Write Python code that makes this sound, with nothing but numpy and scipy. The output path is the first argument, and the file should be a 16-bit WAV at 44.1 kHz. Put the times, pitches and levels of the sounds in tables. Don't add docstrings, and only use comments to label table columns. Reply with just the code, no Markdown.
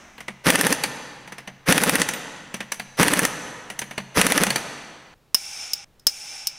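import sys
import numpy as np
from scipy import signal
from scipy.io import wavfile
from scipy.ndimage import uniform_filter1d

SR = 44100
rng = np.random.default_rng(int(sys.argv[2]) if len(sys.argv) > 2 else 0)


def waveform_to_disk(signal):
    frames = np.transpose(np.atleast_2d(signal))
    scaled = np.clip(frames, -1, 1) * 32767
    samples = np.round(scaled).astype(np.int16)
    wavfile.write(sys.argv[1], SR, samples)


N = 290178

# start t/s, kick level/dB, first blow t/s, first gap/s,
# gap growth per blow/s, blow level/dB
PULLS = [(0.468, -1, 0.5029, .0534, .0016, -.5), (1.687, -0.3, 1.7243, .055, .0018, 0),
         (2.998, -1.5, 3.0306, .0514, .0025, 0), (4.172, -1, 4.2141, .0527, .0018, .5)]
BLOW_COUNTS = [5, 6, 5, 5]
# f/Hz, width/Hz, level/dB
SOCKET_MODES = [(916, 340, -5), (1834, 410, -0.5), (2803, 670, -6.5), (4630, 210, -11.5), (6090, 220, 3),
                (9330, 1400, 11), (10960, 300, -0.5), (13800, 700, -28.5)]
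# f/Hz, level/dB, t60/s (time to fade by 60 dB)
ANVIL_MODES = [(4340, -13, .12), (6010, -3.5, .3), (9685, -1, .3), (10944, -3, .4), (11056, 0, .45),
               (13760, -7, .45)]
CUTOFFS = [5.143, 5.845]


def amp(db):
    return 10 ** (np.asarray(db) / 20)


def read(points, hz):
    f, value = np.transpose(points)
    return np.interp(np.log(hz + 1), np.log(f + 1), value)


def add(mix, s, sound):
    part = mix[max(round(s * SR), 0):][:len(sound)]
    part += sound[:len(part)]


def tinted(x, points, size=4096):
    log_gain = np.log(amp(read(points, abs(np.fft.fftfreq(size, 1 / SR)))))
    taps = np.fft.ifft(np.exp(np.conj(signal.hilbert(log_gain)))).real
    return signal.oaconvolve(x, taps[:size // 2])[:len(x)]


def noise(spectrum):
    x = tinted(rng.standard_normal(N), spectrum)
    return x / np.sqrt(np.mean(x ** 2) + 1e-20)


def ringing(x, modes, direct_db):
    out = amp(direct_db) * x
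    for hz, width, db in modes:
        decay = np.exp(-np.pi * width / SR)
        pole = decay * np.exp(2j * np.pi * hz / SR)
        out = out + 2 * amp(db) * signal.lfilter([1 - decay], [1, -pole], x).real
    return out


def chime(modes):
    t = np.arange(SR) / SR
    tones = sum(amp(db - 60 * t / t60) * np.sin(2 * np.pi * (hz * t + rng.random()))
                for hz, db, t60 in modes)
    return tones * np.minimum(t / .0013, 1)


def strike(modes, levels_db, contacts_s, scatter_db, scatter_s, direct_db, size=6000):
    edges = [200, 3500, 7500, 16500]
    t, out = np.arange(size) / SR, np.zeros(size)
    for low, high, db, contact in zip(edges, edges[1:], levels_db, contacts_s):
        fade = np.exp(-t / contact) + amp(scatter_db) * np.exp(-t / scatter_s)
        force = rng.choice([-1., 1.], size) * fade
        bandpass = signal.butter(3, [low, high], "band", fs=SR, output="sos")
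        band = signal.sosfilt(bandpass, ringing(force, modes, direct_db))
        loudest = np.sqrt(uniform_filter1d(band ** 2, size=220).max())
        out += amp(db) * band / loudest
    return out


def room_tone(fading_db=-46.5, fade_db_per_s=30, quiet_db=-60.3):
    # f/Hz, level/dB
    fading_spectrum = [(35, -40), (60, -4), (91, -22), (229, -5.5), (381, -13.5), (418, -20), (619, -11.5),
                       (780, -13.5), (2060, -12), (4730, -28), (6090, -17), (6840, -25), (15000, -47)]
    quiet_spectrum = [(25, -10), (60, -13), (130, -13.5), (200, -17), (500, -21.5), (1500, -29),
                      (4000, -34), (8000, -40.5), (15000, -43)]
    fade = amp(fading_db - fade_db_per_s * np.arange(N) / SR)
    return fade * noise(fading_spectrum) + amp(quiet_db) * noise(quiet_spectrum)


def socket_knocks(thud_db=5.5, anvil_db=-25, ping_db=-11, thock_hz=680, clang_hz=2050):
    # t/s, strength/dB, steel ring level/dB, thud level/dB, ping f/Hz
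    knocks = [(0.178, -30, -47, -51, 14000), (0.203, -23, -38, -50, 5900), (0.28, -16, -35, -39, 8670),
              (0.835, -7, -16, -37, 4480), (1.274, -27, -42, -52, 5960), (1.32, -22, -38, -49, 6060),
              (1.38, -23, -38, -51, 5290), (1.473, -23, -39, -43, 6160), (2.086, -4, -18, -45, 6010),
              (2.134, -15, -26, -43, 13700), (2.54, -16, -27, -38, 5900), (2.603, -15, -33, -41, 6000),
              (2.718, -7, -18, -48, 5940), (2.795, -16, -30, -42, 4480), (3.699, -18, -32, -47, 9700),
              (3.789, -12, -21, -49, 6090), (3.815, -17, -31, -42, 9830), (3.908, -21, -37, -46, 9140),
              (3.977, -12, -29, -34, 4410), (4.465, -9, -20, -30, 6120), (4.502, -6, -17, -40, 4340),
              (4.557, -3, -16, -40, 4540)]
    # delay/s, level/dB
    touches = [(0, -15), (.0022, 0), (.025, -17)]
    # f/Hz, level/dB, t60/s
    thud_modes = [(134.3, -14, 1.), (188.6, -3, 0.26), (206.8, -4.5, 0.21), (221, -7, .3)]
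    out = np.zeros(N)
    for s, strength, ring, thud, ping_hz in knocks:
        push = thud - strength
        levels = np.array([strength + .28 * push - 3, ring - 4.5, ring - 7.5])
        contacts = (.003 + .00017 * abs(strength)) * np.array([1.3, .8, .7])
        modes = SOCKET_MODES + [(thock_hz, 400, 18 + .75 * push), (clang_hz, 800, 2), (ping_hz, 240, 5)]
        for delay, db in touches:
            touch = strike(modes, levels + db, contacts, scatter_db=-14, scatter_s=.024, direct_db=-18)
            add(out, s + delay, touch)
        ping_t60 = .13 * (ping_hz / 10000) ** 1.5
        ping = chime([(ping_hz, ring + ping_db, ping_t60)])
        anvil = amp(levels[-1] + anvil_db) * chime(ANVIL_MODES)
        thud_and_hum = amp(thud + thud_db) * chime(thud_modes)
        add(out, s + touches[1][0], ping + anvil + thud_and_hum)
    return out


def hall(x, tint, swell_db, swell_s):
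    # f/Hz, t60/s
    ring_times = [(60, 2.), (135, 2.3), (300, 1.55), (1000, 1.85), (2000, 1.74), (4000, 1.42), (6000, 1.3),
                  (9000, 1.05), (15000, 0.75)]
    hz, t, bands = signal.stft(rng.standard_normal(2 * SR), SR, nperseg=256)
    fall_db = swell_db * np.minimum(t / swell_s, 1) - 60 * t / read(ring_times, hz)[:, None]
    tail = signal.istft(bands * amp(fall_db) * (t > .008), SR, nperseg=256)[1]
    return signal.fftconvolve(x, tinted(tail / np.linalg.norm(tail), tint))[:len(x)]


def blow_times(first_s, gap_s, growth_s, count):
    k = np.arange(count)
    return first_s + k * gap_s + k * (k - 1) / 2 * growth_s


def run_up(length_s, from_hz, to_hz, coast_s, rough):
    t = np.arange(round((length_s + 4 * coast_s) * SR)) / SR
    rate = from_hz + (to_hz - from_hz) * np.minimum(t / length_s, 1)
    cycles = np.cumsum(rate * np.exp(.06 * rng.standard_normal())) / SR
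    flow = np.exp(-np.maximum(t - length_s, 0) / coast_s)
    puffs = np.diff(np.floor(cycles), prepend=-1) * flow * np.exp(rough * rng.standard_normal(len(t)))
    return puffs, flow * (.5 + np.exp(-(cycles % 1) / .17))


def air_motor(chug_db=17.5, hiss_db=-29.6, leak_db=-37, kick_db=11, jolt_db=25.5, rush_db=6,
              spit_db=-22.5, run_s=.033, valve_s=.015, windup_s=.008, fade_s=.043):
    # f/Hz, level/dB
    chug_spectrum = [(30, -32), (80, -8.5), (130, -1), (185, 1), (225, -5), (290, -2), (390, -5), (510, -5),
                     (750, -15.5), (1500, -21), (3000, -22), (8000, -44)]
    jolt_spectrum = [(25, -11.5), (50, -6), (90, 0.5), (170, -1), (300, -6.5), (600, -25.5), (3000, -44)]
    hiss_spectrum = [(240, -27.5), (400, -2), (496, -2.5), (826, -7), (1270, -2.5), (1460, -2), (1790, -1),
                     (3870, -13.5), (5270, -12.5), (6050, -10), (6950, -21.5), (10900, -11.5),
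                     (11900, -25.5), (13700, -16), (16000, -48)]
    # f/Hz, width/Hz, level/dB
    housing_modes = [(188, 41, -5), (251, 11, -8.5), (286.7, 50, -8.5), (497, 100, -6)]
    puffs, jolts, flow = np.zeros((3, N))
    t = np.arange(N) / SR
    for (start, db, first_s, gap_s, growth_s, _), count in zip(PULLS, BLOW_COUNTS):
        hits = blow_times(first_s, gap_s, growth_s, count)
        valve_times = [start - 2 * valve_s, start - valve_s, start, hits[0],
                       hits[0] + valve_s, hits[-1] + valve_s, hits[-1] + 2 * valve_s]
        flow += amp(leak_db) * np.interp(t, valve_times, [0, 2.2, 6.5, 2, 1, 1, 0])
        first, air = run_up(hits[0] - start + windup_s, 115, 280.6, coast_s=.0035, rough=.25)
        age = np.arange(len(first)) / SR - windup_s
        loudness = np.exp(np.minimum(age / windup_s, -age / fade_s))
        add(puffs, start - windup_s, amp(db + kick_db) * first * loudness)
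        add(jolts, start + .0023, amp([db + jolt_db]))
        add(flow, start, amp(hiss_db + rush_db) * air[round(windup_s * SR):])
        for s in hits[1:]:
            restart, air = run_up(run_s, from_hz=140, to_hz=303.7, coast_s=.003, rough=.29)
            swell = np.interp(np.arange(len(restart)) / SR, [0, run_s / 2], [.7, 1.1])
            add(puffs, s - run_s, restart * swell)
            add(flow, s - run_s, amp(hiss_db) * air)
    flow += amp(spit_db) * signal.lfilter([1], [1, -np.exp(-1 / (.00083 * SR))], puffs)
    chug = amp(chug_db) * ringing(tinted(puffs, chug_spectrum), housing_modes, direct_db=-4)
    return flow * noise(hiss_spectrum) - chug - tinted(jolts, jolt_spectrum)


def hammer(blow_db=(-13.2, -18.3, -15.5), uneven_db=.8, seating_db=4, cam_db=-14, cam_lead_s=.019,
           anvil_db=-28):
    # f/Hz, width/Hz, level/dB
    clang_modes = [(966, 80, -6), (1293, 110, -8), (1535, 130, -3), (1763, 90, 1), (1829, 70, 1),
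                   (1990, 150, -1), (2450, 300, -4), (3375, 150, -8), (4344, 60, -6), (5420, 150, -6),
                   (9685, 120, 2)]
    out = np.zeros(N)
    for (_, _, first_s, gap_s, growth_s, db), count in zip(PULLS, BLOW_COUNTS):
        for k, s in enumerate(blow_times(first_s, gap_s, growth_s, count)):
            levels = db + np.array(blow_db) + uneven_db * rng.standard_normal(3)
            if k == 0:
                levels += (3.5, 4.5, 2.5)
            if k == count - 1:
                levels += (-1, 4, -1)
            clang = [(hz, width, ring + seating_db * rng.standard_normal())
                     for hz, width, ring in clang_modes]
            add(out, s, strike(SOCKET_MODES + clang, levels, [.0033, .0012, .001],
                               scatter_db=-19, scatter_s=.017, direct_db=-22.5))
            add(out, s, amp(levels[-1] + anvil_db) * chime(ANVIL_MODES))
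            cam_levels = levels + cam_db + 2 * rng.standard_normal(3)
            add(out, s - cam_lead_s, strike(SOCKET_MODES, cam_levels, [.003, .003, .002],
                                            scatter_db=-19, scatter_s=.01, direct_db=-23))
    return out


def torque_wrench(jolt_db=-28, jolt_growth=2.4, rebound_db=-7, rebound_s=.0038, thump_db=34, echo_db=47):
    # t/s, strength/dB
    clicks = [(5.3454, .2), (5.7339, -10.3), (5.9963, -43), (6.0684, -.6), (6.4709, -9)]
    # f/Hz, width/Hz, level/dB
    shaft_modes = [(1740, 760, -17), (2320, 400, -17.5), (2900, 400, -13.5), (3900, 610, -27),
                   (7780, 90, -16.5), (4840, 120, -16), (5160, 113, 7), (5390, 76, -0.5), (6030, 110, -22),
                   (6400, 100, -21), (8200, 220, -18.5), (8870, 220, -15), (9610, 250, -14.5),
                   (10440, 320, -18), (14300, 450, -11.5)]
    wheel_modes = [(815, 60, -8), (1510, 180, -19.5), (2354, 100, -9.5), (2680, 290, -11.5),
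                   (3500, 970, -17.5), (5060, 150, -13), (5230, 77, 0), (5415, 52, 2), (5500, 86, -1.5),
                   (6110, 90, -1.5), (6910, 45, -5), (8100, 440, -15.5), (9150, 310, -17.5),
                   (10400, 870, -28)]
    # f/Hz, level/dB
    echo_tint = [(100, -11), (500, -5.5), (900, -4), (11000, 1), (12000, -8), (13500, -4), (14500, 2),
                 (15500, -9)]
    thump_spectrum = [(60, -15.5), (200, -2.5), (700, 2.5), (1000, 8.5), (1350, 9), (1800, -12.5),
                      (4000, -19), (12000, -40.5)]
    out, jolt = np.zeros(N), signal.unit_impulse(SR)
    thump = amp(thump_db) * tinted(jolt, thump_spectrum)
    wheel = ringing(jolt, wheel_modes, direct_db=-38)
    for s, db in clicks:
        levels = np.array([jolt_growth * db - 18.5, db - 7, db - 11])
        echo = amp(echo_db) * hall(wheel, echo_tint, swell_db=16.5, swell_s=.29)
        click = amp(jolt_db + jolt_growth * db) * (thump + echo)
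        add(click, 0, strike(shaft_modes, levels, [.0009, .0008, .0015],
                             scatter_db=-22, scatter_s=.016, direct_db=-32.5))
        add(click, rebound_s, strike(shaft_modes, levels + rebound_db, [.001, .0006, .0015],
                                     scatter_db=-28, scatter_s=.0088, direct_db=-35))
        if s < CUTOFFS[1]:
            click = click[:round((CUTOFFS[1] - s) * SR)]
        add(out, s, click)
    return out


def smeared_copy(x):
    smear = rng.standard_normal(500) * np.linspace(1, 0, 500) ** 2
    smeared = signal.oaconvolve(x, smear / np.linalg.norm(smear))[:N]
    return tinted(smeared, [(40, 13), (200, 2), (1200, 3), (4000, 7), (12000, 12)])


def scene(wrench_echo_db=-11.7, knock_echo_db=-14, smear_db=-33, wash_db=-30, rumble_db=-73.5):
    # f/Hz, level/dB
    hall_tint = [(40, -3), (90, -6), (135, 2), (180, -9), (350, -1), (800, 0.5), (2000, -3), (4000, 1),
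                 (5300, -2.5), (6100, 1), (7000, 1), (9500, -6), (10600, -6), (11100, 0), (12000, -7),
                 (15000, -10)]
    rumble_spectrum = [(25, 0), (60, -5), (130, -14), (400, -30), (2000, -50)]
    impact_wrench = air_motor() + hammer()
    knocks = socket_knocks()
    into_hall = amp(wrench_echo_db) * impact_wrench + amp(knock_echo_db) * knocks
    echo, wash = (hall(into_hall, hall_tint, swell_db=6.5, swell_s=.26) for _ in range(2))
    gate = np.clip((CUTOFFS[0] * SR - np.arange(N)) / 100, 0, 1)
    mid = (impact_wrench + knocks + echo) * gate + torque_wrench() + room_tone()
    side = amp(smear_db) * smeared_copy(mid)
    side += amp(wash_db) * (wash * gate + room_tone())
    side += amp(rumble_db) * noise(rumble_spectrum)
    return np.array([mid + side, mid - side])


def record(dry, ceiling=.68, top_hz=15900):
    rounded = dry / (1 + (dry / ceiling) ** 4) ** (1 / 4)
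    lowpass = signal.firwin(161, top_hz, window=("kaiser", 9), fs=SR)
    return signal.oaconvolve(rounded, lowpass[None], "same")


dry = scene()
out = record(dry)
waveform_to_disk(out)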